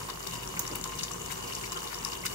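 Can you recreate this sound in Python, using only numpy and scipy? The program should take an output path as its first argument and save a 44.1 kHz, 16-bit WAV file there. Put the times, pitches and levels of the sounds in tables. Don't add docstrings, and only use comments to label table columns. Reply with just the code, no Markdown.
import sys
import numpy as np
from scipy import signal
from scipy.io import wavfile

SR = 44100
rng = np.random.default_rng(int(sys.argv[2]) if len(sys.argv) > 2 else 0)


def transcribe(signal):
    frames = np.atleast_2d(signal).T
    limited = np.clip(frames, -1, 1)
    pcm = np.round(limited * 32767).astype(np.int16)
    wavfile.write(sys.argv[1], SR, pcm)


N = 103546
TIME = np.arange(N) / SR


# start_s, level_db
RUMBLE = [(0, 1), (.2, -3), (.45, 1), (.8, 0.5), (1.15, 0), (1.55, 1), (1.85, -4), (2.15, -.5),
          (2.35, -0.5)]
RUMBLE_BELOW_HZ = 300
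HUM_HZ, HUM_DB, HUM_WAVER_DB = 48.1, -51, -1

# pitch_hz, level_db (per Hz)
RUSH = [(30, -19), (42, -7), (65, 1.5), (100, -2), (200, 2.5), (290, -3), (450, -5.5), (640, -6.5),
        (1250, -7), (2000, -7), (3800, -15.5), (7000, -9.5), (10000, -14), (13000, -15), (15500, -14)]
# pitch_hz, left_minus_right_db
RUSH_PAN = [(100, 0.5), (300, 4), (700, -1), (1500, -4), (3500, -6), (6500, 5), (12000, -3), (15000, 0)]
# pitch_hz, likeness (no unit)
LIKENESS = [(50, 0.98), (170, 1), (280, 0.59), (400, -0.65), (700, 0.012), (1050, -1.4), (1500, -0.74),
            (3000, 0.085), (6000, 0.14), (12000, 0.049)]
RUSH_DB, RUSH_FLICKER_DB = -43, 2

# pitch_hz, level_db, t60_s, left_minus_right_db, right_ear_lag_cycles
PAN_MODES = [(124.9, -52.5, 0.17, -1.5, 0), (162.3, -53.5, 0.099, 6.5, 0), (340, -55, 0.081, -3, -0.41),
             (378.8, -53, 0.22, 7, -0.16), (409.6, -54.5, 0.22, 4, -0.31), (473, -57.5, 0.22, -2.5, -0.045),
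             (709, -59, 0.062, 17.5, 0.41), (870, -53.5, 0.059, 11, 0.47), (965, -54.5, 0.11, -0.5, 0.11),
             (1051.5, -50, 0.097, -4, 0.15), (1128, -53.5, 0.09, -6.5, -.2), (2921, -51, 0.045, 6.5, -0.38),
             (6880, -49, 0.0031, 35, 0)]
RING_TAPS_PER_S, RING_SPREAD_DB = 700, 3
RING_DIFFUSE_DB = -11

# start_s, level_db, pitch_hz
GLUGS = [(0.019, -45, 110), (0.525, -46, 168), (0.699, -48.5, 164), (0.698, -39.5, 332), (0.771, -44, 130),
         (0.944, -49, 118), (1.46, -46, 393)]
GLUG_S, GLUG_T60_S = 0.05, 0.036

# pitch_hz, level_db
BLIPS = [(330, -13.5), (440, 3.5), (600, -9.5), (800, -8.5), (980, 12.5), (1150, 6.5), (1400, -9)]
BLIPS_DB, BLIPS_PER_S, BLIP_CYCLES = -49.5, 240, 10.8
BLIP_SPREAD_DB, BLIP_PAN_SCATTER_DB = 1, 10.5

# start_s, level_db, pitch_hz, left_minus_right_db
PLOPS = [(0.088, -31, 1070, -7), (.098, -33, 1020, 2), (.597, -35, 960, 10), (0.6145, -34, 1078, -15),
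         (.858, -31, 1030, 1), (1.1117, -32.5, 1123, 1), (1.302, -35.5, 1030, 26), (1.501, -33, 1034, -18),
         (1.722, -32.5, 1026, -3), (2.059, -31, 1090, 14)]
PLOP_CYCLES, PLOP_TICK_DB, PLOP_TICK_T60_S = 45.6, -10, 0.049

# start_s, length_s, level_db, start_pitch_hz, end_pitch_hz, left_minus_right_db
SQUELCHES = [(0.565, 0.0178, -41, 2067, 3000, 2), (0.565, .03, -46, 1315, 1610, -1),
             (1.635, 0.013, -41, 2290, 2500, 6), (1.749, 0.0368, -41, 1456, 1274, 3),
             (1.761, 0.024, -42.5, 2990, 3560, 3), (1.902, 0.033, -48, 2444, 2150, 1),
             (2.234, 0.0088, -41, 2590, 2220, 3)]
SQUELCH_WOBBLE, SQUELCH_WOBBLES_PER_S = 0.042, 174

# start_s, length_s, level_db, centre_hz, left_minus_right_db
SPITS = [(0.084, 0.03, -42.5, 3400, 17), (0.266, 0.01, -34, 4920, 10), (0.328, 0.018, -42, 4070, 3),
         (0.421, 0.022, -39.5, 2720, 6), (.5922, 0.014, -40, 6840, -9), (0.5926, 0.0072, -28.5, 14400, -14),
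         (0.748, 0.018, -38, 2560, 7), (0.7554, 0.0034, -29.5, 14300, 3), (0.7555, 0.0039, -40, 9900, 3),
         (0.983, 0.026, -39, 3460, 3), (1.292, 0.04, -39.5, 2630, 7), (1.317, 0.0024, -31, 6500, 30),
         (1.65, 0.02, -40, 5470, 4), (1.724, 0.0087, -35, 5640, 6), (1.91, 0.035, -40.5, 1610, 22),
         (2.25, 0.025, -33, 2220, 1), (2.253, 0.01, -30.5, 9400, -2)]
SPIT_WIDTH, SPIT_HISS_DB, SPIT_RISE = 0.4, -1, 0.52
SPIT_GRAINS_PER_S, SPIT_GRAIN_DB = 2300, 0.5

# start_s, level_db, pitch_hz, rise_s, left_minus_right_db
POPS = [(0.1007, -22, 4560, 0.00014, 30), (0.2286, -24.5, 5700, 0.00015, 37),
        (0.2724, -26, 5130, 0.00014, 4), (.31, -27, 6830, 0.00027, 18), (0.4753, -23, 5650, 0.00027, 25),
        (0.491, -31, 6600, .0002, 2), (0.593, -15, 14700, 0.00017, -15), (0.5935, -14, 6500, 0.00028, 1),
        (0.651, -24.5, 2350, 0.00022, 17), (0.666, -25, 5300, 0.00034, 5), (.677, -22.5, 6560, 0.00011, 12),
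        (0.7138, -27, 4830, 0.00027, 8), (0.7556, -18, 12000, 0.000073, 8),
        (0.813, -21.5, 6800, 0.00017, 8), (0.8404, -13, 6300, 0.000066, 6), (.877, -25, 6950, 0.00024, 32),
        (0.9214, -26.5, 2300, 0.00025, 30), (0.954, -27, 7440, 0.00019, 15), (.9893, -21, 6000, .0002, 8),
        (0.9932, -19, 4200, 0.00013, 4), (1.0105, -26, 2700, 0.00027, 5), (1.0334, -13, 5300, 0.00014, 10),
        (1.0375, -17.5, 6800, 0.0002, 19), (1.0428, -24, 5250, 0.00029, -1),
        (1.0828, -26.5, 3120, 0.00028, 4), (1.1155, -21, 7360, .0002, 13), (1.135, -25, 6200, 0.00056, 11),
        (1.218, -25, 7000, .0003, 26), (1.2609, -20, 6800, 0.000087, 8), (1.323, -17.5, 7740, 0.00018, 28),
        (1.523, -28, 2920, 0.00054, 6), (1.5517, -19.5, 6760, 0.00022, 6), (1.7204, -17, 6800, 0.00017, 5),
        (1.7735, -23, 5630, 0.00014, 11), (1.8745, -23, 3730, 0.00026, 9), (1.944, -19.5, 5300, 0.00022, 9),
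        (1.954, -34, 5640, 0.00024, -2), (1.987, -26, 5840, .0003, 12), (2.0493, -14.5, 5380, 0.00039, 20),
        (2.0487, -16.5, 9560, 0.00016, 7), (2.12, -25, 5340, 0.00018, -22), (2.133, -22, 4730, 0.00011, 15),
        (2.153, -28, 3100, 0.00058, 3), (2.2645, -13, 5140, 0.00016, 11), (2.3284, -26, 5200, .0002, -2)]
CRACK_DB, CRACK_T60_S, CRACK_WIDTH = -14, 0.014, 0.4
EAR_LEAD_CYCLES = 0.38

# pitch_hz, level_db
FIZZ = [(1300, -22), (2000, -11.5), (2700, 4), (3700, -8), (5000, 6), (6600, -6), (9000, -6.5),
        (12000, -11), (15000, -7)]
FIZZ_DB, FIZZ_PER_S, FIZZ_SPREAD_DB = -49, 800, 1
FIZZ_CYCLES, FIZZ_RISE_CYCLES = 13, 4.5
FIZZ_PAN_DB, FIZZ_PAN_SCATTER_DB = 4.5, 1

# start_s, level_db
VIGOUR = [(0, 0), (.19, -4), (.34, 3.5), (.40, -2.5), (.56, -0.5), (.68, 1), (.80, -2.5), (1.02, 0.5),
          (1.16, -2), (1.30, 0), (1.43, -1), (1.53, 2), (1.66, 0.5), (1.70, -2.5), (1.77, 1.5), (1.97, -1),
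          (2.13, 3), (2.19, -2.5), (2.35, 2)]
SURGE_DB, SURGES_PER_S = .5, 21

WALL_DB, WALL_T60_S = -4, 0.01728
ROOM_DB, ROOM_T60_S = -10.5, 0.17
CUTOFF_HZ = 15650


def from_db(db):
    return 10 ** (np.asarray(db) / 20)


def rms_one(x):
    return x / np.sqrt(np.mean(x ** 2) + 1e-20)


def at_hz(points, hz):
    f, v = np.transpose(points)
    return np.interp(np.log(hz), np.log(f), v)


def at_time(points):
    return np.interp(TIME, *np.transpose(points))


def panned(db):
    gains = from_db(np.array([[1], [-1]]) * db / 2)
    return gains / np.sqrt(np.mean(gains ** 2, axis=0))


def fade(t, t60):
    return np.exp(-np.log(1000) * t / t60)


def width_t60(width, hz):
    return np.log(1000) / (np.pi * width * hz)


def drift(rate_hz):
    r = np.exp(-80 * np.pi * rate_hz / SR)
    noise = rng.standard_normal(N // 40 + 2002)
    slow = signal.lfilter([1], [1, -2 * r, r * r], noise)[2000:]
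    return np.interp(np.arange(N) / 40, np.arange(len(slow)), rms_one(slow))


def ring(x, hz, t60):
    r, w = fade(1 / SR, t60), 2 * np.pi * hz / SR
    return signal.lfilter([.5, 0, -.5], [1, -2 * r * np.cos(w), r * r], x + 1e-18)


def band_pass(x, low, high):
    return signal.sosfilt(signal.butter(2, [low, high], "band", fs=SR, output="sos"), x)


def high_pass(x, hz):
    return signal.sosfilt(signal.butter(2, hz, "high", fs=SR, output="sos"), x)


def stereo(pair, hz):
    alike = np.clip(at_hz(LIKENESS, hz), -1, 1)
    shared = np.sqrt(1 + alike) * pair[0]
    opposed = np.sqrt(1 - alike) * pair[1] * [[1], [-1]]
    return shared + opposed


def clicks(per_s, spread_db):
    born = rng.random(N) < per_s / SR
    size_db = spread_db * np.minimum(rng.exponential(1, N), 4.2)
    return born * from_db(size_db) * rng.choice([-1, 1], N)


def add(out, s, sound):
    i = int(s * SR)
    out[:, i:i + sound.shape[1]] += sound[:, :max(N - i, 0)]


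def echoes(x, t60):
    t = TIME[:SR // 3]
    tail = rng.standard_normal((2, len(t))) * fade(t, t60) * (t > t60 / 20)
    tail = tail / np.sqrt(np.sum(tail ** 2, axis=1, keepdims=True))
    return signal.fftconvolve(x, tail, axes=1)[:, :N]


def rumble_db(hz):
    return at_time(RUMBLE) * (hz < RUMBLE_BELOW_HZ)


def hum():
    level = from_db(HUM_DB + HUM_WAVER_DB * drift(5.0))
    return level * np.sin(2 * np.pi * HUM_HZ * TIME + 0.23 * drift(0.67))


def rush(vigour_db, follows=0.54, steam_from_hz=1200):
    out, edges = 0, np.geomspace(30, 17000, 23)
    white = rng.standard_normal((2, 2, N))
    for k, (low, high) in enumerate(zip(edges, edges[1:])):
        hz = np.sqrt(low * high)
        band = band_pass(white[k % 2], low, high)
        db = at_hz(RUSH, hz) + rumble_db(hz) + RUSH_FLICKER_DB * drift(19.8)
        db = db + follows * vigour_db * (hz > steam_from_hz)
        out = out + from_db(db) * panned(at_hz(RUSH_PAN, hz)) * stereo(band, hz)
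    return from_db(RUSH_DB) * rms_one(out)


def pan_ring(vigour_db):
    out, per_s = 0, RING_TAPS_PER_S * from_db(vigour_db)
    taps = np.array([clicks(per_s, RING_SPREAD_DB) for _ in range(3)])
    for hz, db, t60, pan_db, lag in PAN_MODES:
        direct, *diffuse = ring(taps, hz, t60)
        lagged = np.interp(TIME - lag / hz, TIME, direct)
        ears = np.array([direct, lagged]) + from_db(RING_DIFFUSE_DB) * np.array(diffuse)
        out = out + from_db(db + rumble_db(hz)) * panned(pan_db) * rms_one(ears)
    return out


def glugs():
    out, t = np.zeros((2, N)), TIME[:SR // 5]
    swell = np.sin(np.pi * np.minimum(t / GLUG_S, 1))
    for s, db, hz in GLUGS:
        noise = ring(rng.standard_normal((2, len(t))), hz, GLUG_T60_S)
        heave = swell * stereo(noise, hz)
        add(out, s, from_db(db) * rms_one(heave) * np.sqrt(np.mean(swell ** 2)))
    return out


def blips():
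    out, pitches = 0, np.geomspace(330, 1400, 20)
    for hz in pitches:
        places = panned(BLIP_PAN_SCATTER_DB * rng.standard_normal(N))
        taps = clicks(BLIPS_PER_S / len(pitches), BLIP_SPREAD_DB) * places
        taps[1] = np.roll(taps[1], rng.integers(-40, 40))
        out = out + from_db(at_hz(BLIPS, hz)) * rms_one(ring(taps, hz, BLIP_CYCLES / hz))
    return from_db(BLIPS_DB) * rms_one(out)


def plops():
    out, t = np.zeros((2, N)), TIME[:SR // 10]
    for s, db, hz, pan_db in PLOPS:
        tick = ring(rng.standard_normal((2, len(t))), hz, 2 / hz)
        tick = rms_one(tick) * fade(t, PLOP_TICK_T60_S)
        knock = ring(t == 0, hz, PLOP_CYCLES / hz)
        add(out, s, from_db(db) * panned(pan_db) * (knock + from_db(PLOP_TICK_DB) * tick))
    return out


def squelches():
    out = np.zeros((2, N))
    for s, length, db, start_hz, end_hz, pan_db in SQUELCHES:
        along = TIME[:int(length * SR)] / length
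        wobble, flutter = (drift(SQUELCH_WOBBLES_PER_S)[:len(along)] for _ in range(2))
        hz = start_hz * (end_hz / start_hz) ** along * (1 + SQUELCH_WOBBLE * wobble)
        cycles = np.cumsum(hz) / SR + np.array([[0], [EAR_LEAD_CYCLES]])
        note = np.sin(2 * np.pi * cycles) * np.abs(flutter) * np.sin(np.pi * along)
        add(out, s, from_db(db) * panned(pan_db) * rms_one(note))
    return out


def spits():
    out, t = np.zeros((2, N)), TIME[:SR // 10]
    for s, length, db, hz, pan_db in SPITS:
        grains = clicks(SPIT_GRAINS_PER_S, SPIT_GRAIN_DB)[:2 * len(t)]
        jet = rms_one(grains.reshape(2, -1))
        hole = rms_one(ring(jet, hz, width_t60(SPIT_WIDTH, hz)))
        hiss = from_db(SPIT_HISS_DB) * high_pass(jet, hz / 2)
        swell = np.sqrt(np.interp(t / length, [0, SPIT_RISE, 1], [0, 1, 0]))
        sputter = rms_one(swell * (hole + hiss)) * np.sqrt(np.mean(swell ** 2))
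        add(out, s, from_db(db) * panned(pan_db) * sputter)
    return out


def pops():
    out, t = np.zeros((2, N)), TIME[:SR // 20]
    for s, db, hz, rise, pan_db in POPS:
        crack = ring(rng.standard_normal((2, len(t))), hz, width_t60(CRACK_WIDTH, hz))
        crack = rms_one(crack) * fade(t, CRACK_T60_S)
        cycles = hz * t + np.array([[0], [EAR_LEAD_CYCLES]])
        cavity = 2 * t / rise * np.exp(-t / rise) * np.sin(2 * np.pi * cycles)
        add(out, s, from_db(db) * panned(pan_db) * (cavity + from_db(CRACK_DB) * crack))
    return out


def fizz(vigour_db):
    out, pitches = 0, np.geomspace(1300, 15000, 30)
    for hz in pitches:
        taps = clicks(FIZZ_PER_S / len(pitches) * from_db(vigour_db), FIZZ_SPREAD_DB)
        places = panned(FIZZ_PAN_DB + FIZZ_PAN_SCATTER_DB * rng.standard_normal(N))
        grains = ring(rms_one(taps) * places, hz, FIZZ_CYCLES / hz)
        grains = ring(grains, hz, FIZZ_RISE_CYCLES / hz)
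        grains[1] = np.roll(grains[1], rng.integers(-10, 20))
        out = out + from_db(at_hz(FIZZ, hz)) * rms_one(grains)
    return from_db(FIZZ_DB + vigour_db) * rms_one(out)


def scene():
    vigour_db = at_time(VIGOUR) + SURGE_DB * drift(SURGES_PER_S)
    background = hum() + rush(vigour_db) + pan_ring(vigour_db)
    bubbles = squelches() + spits() + pops() + fizz(vigour_db)
    bubbles = bubbles + from_db(WALL_DB) * echoes(bubbles, WALL_T60_S)
    bubbles = bubbles + glugs() + blips() + plops()
    return background + bubbles + from_db(ROOM_DB) * echoes(bubbles, ROOM_T60_S)


def record(dry):
    return signal.sosfilt(signal.ellip(10, .2, 80, CUTOFF_HZ, fs=SR, output="sos"), dry)


dry = scene()
out = record(dry)
transcribe(out)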